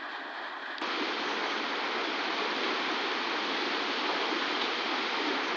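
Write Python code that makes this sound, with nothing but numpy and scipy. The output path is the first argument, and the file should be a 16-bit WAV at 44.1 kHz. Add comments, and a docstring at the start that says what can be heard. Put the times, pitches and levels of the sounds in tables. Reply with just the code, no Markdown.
"""Water over an iron waterwheel

Water pours over a big wheel in a brick pit. From across the yard it is a wash that surges as buckets
spill. After a small tick and a click we are beside the rim: the falling sheet rushes, big bubbles
churn in the pool, emptying buckets gurgle and spray patters. Now and then a slug of water plunges
into the pit or spatters on the iron, and a thin sizzle comes and goes."""
import sys
import numpy as np
from scipy import signal
from scipy.fft import rfft, irfft, next_fast_len
from scipy.io import wavfile
from scipy.ndimage import uniform_filter1d

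SR = 44100
rng = np.random.default_rng(int(sys.argv[2]) if len(sys.argv) > 2 else 0)


def unload_audio(sound):
    """Save the sound as a 16-bit wav file, at the path given as the first command line argument."""
    columns = np.transpose(np.atleast_2d(sound))
    # keep every value between -1 and 1, then stretch to whole-number steps
    steps = np.round(np.clip(columns, -1, 1) * 32767)
    wavfile.write(sys.argv[1], SR, steps.astype(np.int16))


N = 245195
TIME = np.arange(N) / SR
CLOSE_AT_S = 0.8155  # when we jump from across the yard to beside the rim

# tone of the water beside the wheel: f/Hz, relative level/dB
NEAR_TONE = [(30, -31.5), (125, -36), (200, -11), (300, 0.5), (440, -0.5), (590, -6.5), (850, -2.5),
             (1180, -2.5), (1550, -4.5), (2350, -6), (2720, -10.5), (2980, -9), (3150, -6.5), (3450, -8),
             (3680, -10), (4400, -11.5), (6700, -32.5), (7800, -64.5)]
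# duller tone of the water from across the yard: f/Hz, relative level/dB
FAR_TONE = [(40, -41.5), (145, -34), (280, -2.5), (420, -6.5), (490, -12), (700, -2), (1180, -0.5),
            (1370, -3.5), (1640, -3.5), (1950, -9.5), (2110, -20.5), (2420, -15.5), (2790, -24.5),
            (3180, -15), (3680, -19), (4400, -23.5), (5800, -40.5), (8000, -55.5)]
# the falling sheet thickens or thins for a moment: t/s, level change/dB, half length/s
SHEET_CHANGES = [(1.16, -1.5, 0.032), (2.68, 1.7, 0.039), (4.79, -2.2, 0.036), (5.33, 1, .12)]
# strength of the spray along the rim: t/s, level/dB
SPRAY_CURVE = [(.82, -40.5), (.94, -38.3), (1.2, -39), (1.9, -39.5), (2.3, -38.5), (2.75, -37), (3.22, -38),
               (3.65, -36.9), (4.2, -37), (4.5, -37), (5.29, -37), (5.39, -39), (5.55, -39.5)]
# fuller buckets emptying: t/s, level/dB, half length/s, middle f/Hz
BUCKET_GUSHES = [(0.838, -39, 0.023, 800), (1.457, -39, 0.032, 750), (1.978, -42, 0.066, 1050),
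                 (2.41, -37.5, 0.027, 884), (2.69, -44, 0.054, 1000), (4.14, -38.5, 0.14, 720),
                 (4.45, -38, .04, 1300), (4.935, -37, 0.042, 950), (5.403, -39, .05, 1200)]
# slugs of water trapping air in the pool: t/s, level/dB, f/Hz, fade time/cycles
AIR_POCKETS = [(.817, -32, 315, 5), (0.818, -24, 1060, 2), (1.010, -24, 288, 3.1), (2.415, -29, 420, 5.9),
               (2.617, -29.5, 530, 6), (2.635, -30.5, 385, 6.7), (2.69, -30, 373, 6),
               (4.308, -32, 306, 3.5), (4.322, -22.5, 347, 6.4), (4.358, -24.5, 340, 7.4),
               (4.97, -31, 293, 3.2), (5.238, -30, 305, 5.5), (5.271, -29.5, 293, 5.9),
               (5.303, -23, 369, 4.6), (5.332, -29.5, 275, 6.6), (5.525, -27, 372, 4.8)]
# water slapping the iron: t/s, level/dB, fade time/s, brightest f/Hz
IRON_SLAPS = [(2.634, -30, 0.011, 3500), (3.993, -35, .018, 3500), (4.613, -27, 0.0061, 3600),
              (4.617, -29, 0.0098, 2400), (4.64, -34, .01, 3400), (4.982, -37, .012, 3360)]
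# buckets spilling, heard from across the yard: t/s, rise in splash level/dB, half length/s
BUCKET_SPILLS = [(.135, 3, 0.051), (.45, 2.5, 0.06), (.71, 2.5, 0.08)]
# thin sizzles above the spray: t/s, level/dB, half length/s
HIGH_SIZZLES = [(1.303, -55.5, 0.067), (1.52, -57, 0.08), (5.478, -57, .05)]
# the tones that ring in the small tick: f/Hz, level/dB, rise time/s
TICK_TONES = [(2670, -30, 0.00048), (3760, -25.5, 0.00072), (4500, -27, 0.00061)]
# the body and the thin top of the click: level/dB, f/Hz, half length/s
CLICK_TONES = [(-23, 1900, 0.00026), (-44, 6800, 0.00027)]


def falling_sheet(distance, swell):
    """The falling sheet of water rushes and breaks into small bubbles."""
    swarm = bubbles(per_s=2000, spread_db=1.5, low_hz=462, high_hz=3178, cycles=3.76, rise=0.04, sizes=70)
    rush = turbulence(patch_db=0.2, flicker_db=0.5, patch_frames=12)
    level_db = -34 - 0.9 * distance + 0.08 * swell + humps_db(SHEET_CHANGES)
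    return gain_of(level_db) * water(rush, swarm, swarm_db=-3.5, low_hz=565, high_hz=2560)


def pool(distance, swell):
    """Large bubbles churn densely in the water under the wheel."""
    swarm = bubbles(per_s=600, spread_db=-1, low_hz=216.3, high_hz=644, cycles=2.5, rise=0.035, sizes=24)
    rush = turbulence(patch_db=1.5, flicker_db=-0.36, patch_frames=8)
    level_db = -38.5 - 2 * distance + 0.5 * swell
    return gain_of(level_db) * water(rush, swarm, swarm_db=-2, low_hz=38, high_hz=534)


def spray():
    """Fine drops patter on the buckets over a soft fizz."""
    swarm = bubbles(per_s=3500, spread_db=3, low_hz=2050, high_hz=7520, cycles=4.6, rise=0.034, sizes=40)
    rush = turbulence(patch_db=0.7, flicker_db=-0.32, patch_frames=8)
    level_db = np.interp(TIME, *np.transpose(SPRAY_CURVE))
    return gain_of(level_db) * water(rush, swarm, swarm_db=-4.5, low_hz=2450, high_hz=9000)


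def gushes():
    """A fuller bucket empties: a short, hollow gurgle of middle-sized bubbles."""
    swarm = bubbles(per_s=3500, spread_db=2, low_hz=495, high_hz=1788, cycles=6, rise=0.037, sizes=28)
    out = np.zeros(N)
    for s, db, half_s, hz in BUCKET_GUSHES:
        gurgle = shape_tone(swarm, NEAR_TONE, low_hz=hz / 1.43, high_hz=hz * 1.43)
        out += gain_of(db) * hump(s, half_s) * gurgle
    return out


def plunges():
    """Each slug of water traps a large pocket of air, which booms briefly in the pit."""
    out = np.zeros(N)
    for s, db, hz, cycles in AIR_POCKETS:
        add(out, s, gain_of(db) * bubble(hz, cycles, rise=0.016))
    rumble_cut = signal.butter(4, 210, "highpass", fs=SR, output="sos")
    return pit_echo(signal.sosfilt(rumble_cut, out), echo_db=-10, echo_s=0.15)


def spatters():
    """Drops slap the iron: crisp bursts of noise, each brightest around one pitch."""
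    out, t = np.zeros(N), np.arange(SR // 6) / SR
    width_hz, rise_s = 2800, 0.00091
    for s, db, fade_s, hz in IRON_SLAPS:
        bright_band = signal.iirpeak(hz, hz / width_hz, fs=SR)
        noise = signal.lfilter(*bright_band, rng.standard_normal(len(t)))
        slap = shape_tone(noise, NEAR_TONE, low_hz=2100, high_hz=7000)
        loudness = np.exp(-t / fade_s) * (1 - np.exp(-t / rise_s))
        add(out, s, gain_of(db) * loudness * slap)
    return pit_echo(out, echo_db=-10, echo_s=0.25)


def distant_wheel():
    """Across the yard the drops blur into a wash that surges as the buckets spill."""
    low_rush = turbulence(patch_db=2, flicker_db=0, patch_frames=14)
    high_rush = turbulence(patch_db=0.5, flicker_db=0.6, patch_frames=10)
    body = shape_tone(low_rush, FAR_TONE, low_hz=23, high_hz=1270)
    splash = shape_tone(high_rush, FAR_TONE, low_hz=1565, high_hz=9000)
    steady_db, spill_db = -42.5, humps_db(BUCKET_SPILLS)
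    wash = gain_of(steady_db + 0.19 * spill_db) * body + gain_of(steady_db + spill_db) * splash
    dip_db = -1.5 * hump(at_s=0.8, half_s=0.04)  # the level dips briefly
    return gain_of(dip_db) * wash


def sizzles():
    """A narrow, high hiss comes and goes above the spray."""
    middle_hz, spread_hz = 5910, 460
    hz = np.fft.rfftfreq(N, 1 / SR)
    band = np.exp(-((hz - middle_hz) / spread_hz) ** 2 / 2)
    hiss = unit_level(irfft(rfft(rng.standard_normal(N)) * band, N))
    return hiss * sum(gain_of(db) * hump(s, half_s) for s, db, half_s in HIGH_SIZZLES)


def tick(at_s):
    """One small, dry tick: three high tones that start softly and die at once."""
    out, t = np.zeros(N), np.arange(SR // 100) / SR
    for hz, db, rise_s in TICK_TONES:
        loudness = (t / rise_s * np.exp(1 - t / rise_s)) ** 2
        add(out, at_s, gain_of(db) * loudness * np.sin(2 * np.pi * hz * t))
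    return out


def click(at_s):
    """A thin, dry click: two tones, each about a millisecond long."""
    return sum(gain_of(db) * hump(at_s, half_s) * np.sin(2 * np.pi * hz * (TIME - at_s))
               for db, hz, half_s in CLICK_TONES)


def water(rush, swarm, swarm_db, low_hz, high_hz):
    """Running water is rushing noise plus ringing bubbles in the same range of pitch."""
    rush = shape_tone(rush, NEAR_TONE, low_hz, high_hz)
    swarm = shape_tone(swarm, NEAR_TONE, low_hz, high_hz)
    return unit_level(rush + gain_of(swarm_db) * swarm)


def bubble(hz, cycles, rise):
    """A pocket of air rings and fades, its pitch rising as it nears the surface."""
    fade_s = cycles / hz
    age = np.arange(int(5 * fade_s * SR)) / SR / fade_s  # counted in fade times
    ring = np.sin(2 * np.pi * cycles * (age + rise * age ** 2 / 2))
    return ring * np.exp(-age) * (1 - np.exp(-10 * age))


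def bubbles(per_s, spread_db, low_hz, high_hz, cycles, rise, sizes):
    """A swarm of bubbles born at random times and strengths; each size has its own pitch."""
    out = np.zeros(N)
    for hz in np.linspace(low_hz, high_hz, sizes):
        born = rng.random(N) < per_s / sizes / SR
        strength = gain_of(spread_db * np.clip(rng.exponential(1, N), 0, 4))
        ring = bubble(hz, cycles, rise)
        out += signal.oaconvolve(born * strength, ring / np.linalg.norm(ring))[:N]
    return unit_level(out)


def turbulence(patch_db, flicker_db, patch_frames):
    """Noise that swells in short patches of pitch and flickers as a whole where water lands."""
    frames = N // 128 + 5  # time steps of about 3 ms
    real, imaginary, patches = rng.standard_normal((3, frames, 257))
    patches = uniform_filter1d(patches, size=patch_frames, axis=0)  # smooth over time
    patches = unit_level(uniform_filter1d(patches, size=7, axis=1))  # smooth over pitch
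    flicker = unit_level(uniform_filter1d(rng.standard_normal(frames), size=7))[:, None]
    spectrum = (real + 1j * imaginary) * gain_of(patch_db * patches + flicker_db * flicker)
    _, noise = signal.istft(spectrum.T, nperseg=512, noverlap=384)
    return unit_level(noise[:N])


def pit_echo(x, echo_db, echo_s):
    """The brick walls throw back a short, dense echo that fades by 60 dB in echo_s."""
    t = np.arange(SR // 2) / SR
    signs = rng.choice([-1., 1.], len(t))
    bounces = (rng.random(len(t)) < 2000 / SR) & (t > 0.005)  # about 2000 a second, after 5 ms
    tail = signs * bounces * 1000 ** (-t / echo_s)
    return x + gain_of(echo_db) * signal.oaconvolve(x, tail / np.linalg.norm(tail))[:N]


def shape_tone(x, tone, low_hz, high_hz):
    """Gives x the tone from a table and softly cuts what lies below low_hz and above high_hz."""
    size = next_fast_len(len(x), True)
    hz = np.fft.rfftfreq(size, 1 / SR) + 1
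    table_hz, table_db = np.transpose(tone)
    curve = gain_of(np.interp(np.log(hz), np.log(table_hz), table_db))
    edges = 1 / np.sqrt((1 + (low_hz / hz) ** 16) * (1 + (hz / high_hz) ** 16))
    return unit_level(irfft(rfft(x, size) * edges * curve, size)[:len(x)])


def hump(at_s, half_s):
    """A smooth rise to 1 and back, centred on at_s."""
    return np.exp(-((TIME - at_s) / half_s) ** 2)


def humps_db(rows):
    """A level curve in dB made of brief rises and dips."""
    return sum(db * hump(s, half_s) for s, db, half_s in rows)


def gain_of(db):
    """Turns decibels into a number to multiply a sound by."""
    return 10 ** (np.asarray(db) / 20)


def unit_level(x):
    """Scales x so that its average strength (rms) is one."""
    return x / np.sqrt(np.mean(x ** 2) + 1e-20)


def add(mix, at_s, sound):
    """Mixes a sound in, starting at at_s."""
    part = mix[round(at_s * SR):][:len(sound)]
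    part += sound[:len(part)]


def scene():
    """The distant wash gives way at once to the water close by."""
    close_for_s = TIME - CLOSE_AT_S
    distance = np.exp(-np.maximum(close_for_s, 0) / 1.2)  # share of our last steps still to go
    swell = np.cos(2 * np.pi * (TIME - 2.63) / 1.53)  # the flow swells gently every 1.53 s
    near = pool(distance, swell) + falling_sheet(distance, swell)
    near += gushes() + spray() + sizzles() + plunges() + spatters()
    far = distant_wheel() + tick(at_s=0.7827)
    near_share = np.clip(close_for_s / 0.0015, 0, 1)
    mix = (1 - near_share) * far + near_share * near + click(at_s=CLOSE_AT_S)
    return mix[None]


def record(dry):
    """Takes away the highest treble, above 8300 Hz."""
    treble_cut = signal.firwin(511, 8300, window=("kaiser", 9), fs=SR)
    return signal.oaconvolve(dry, treble_cut[None], "same")


dry = scene()
out = record(dry)
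unload_audio(out)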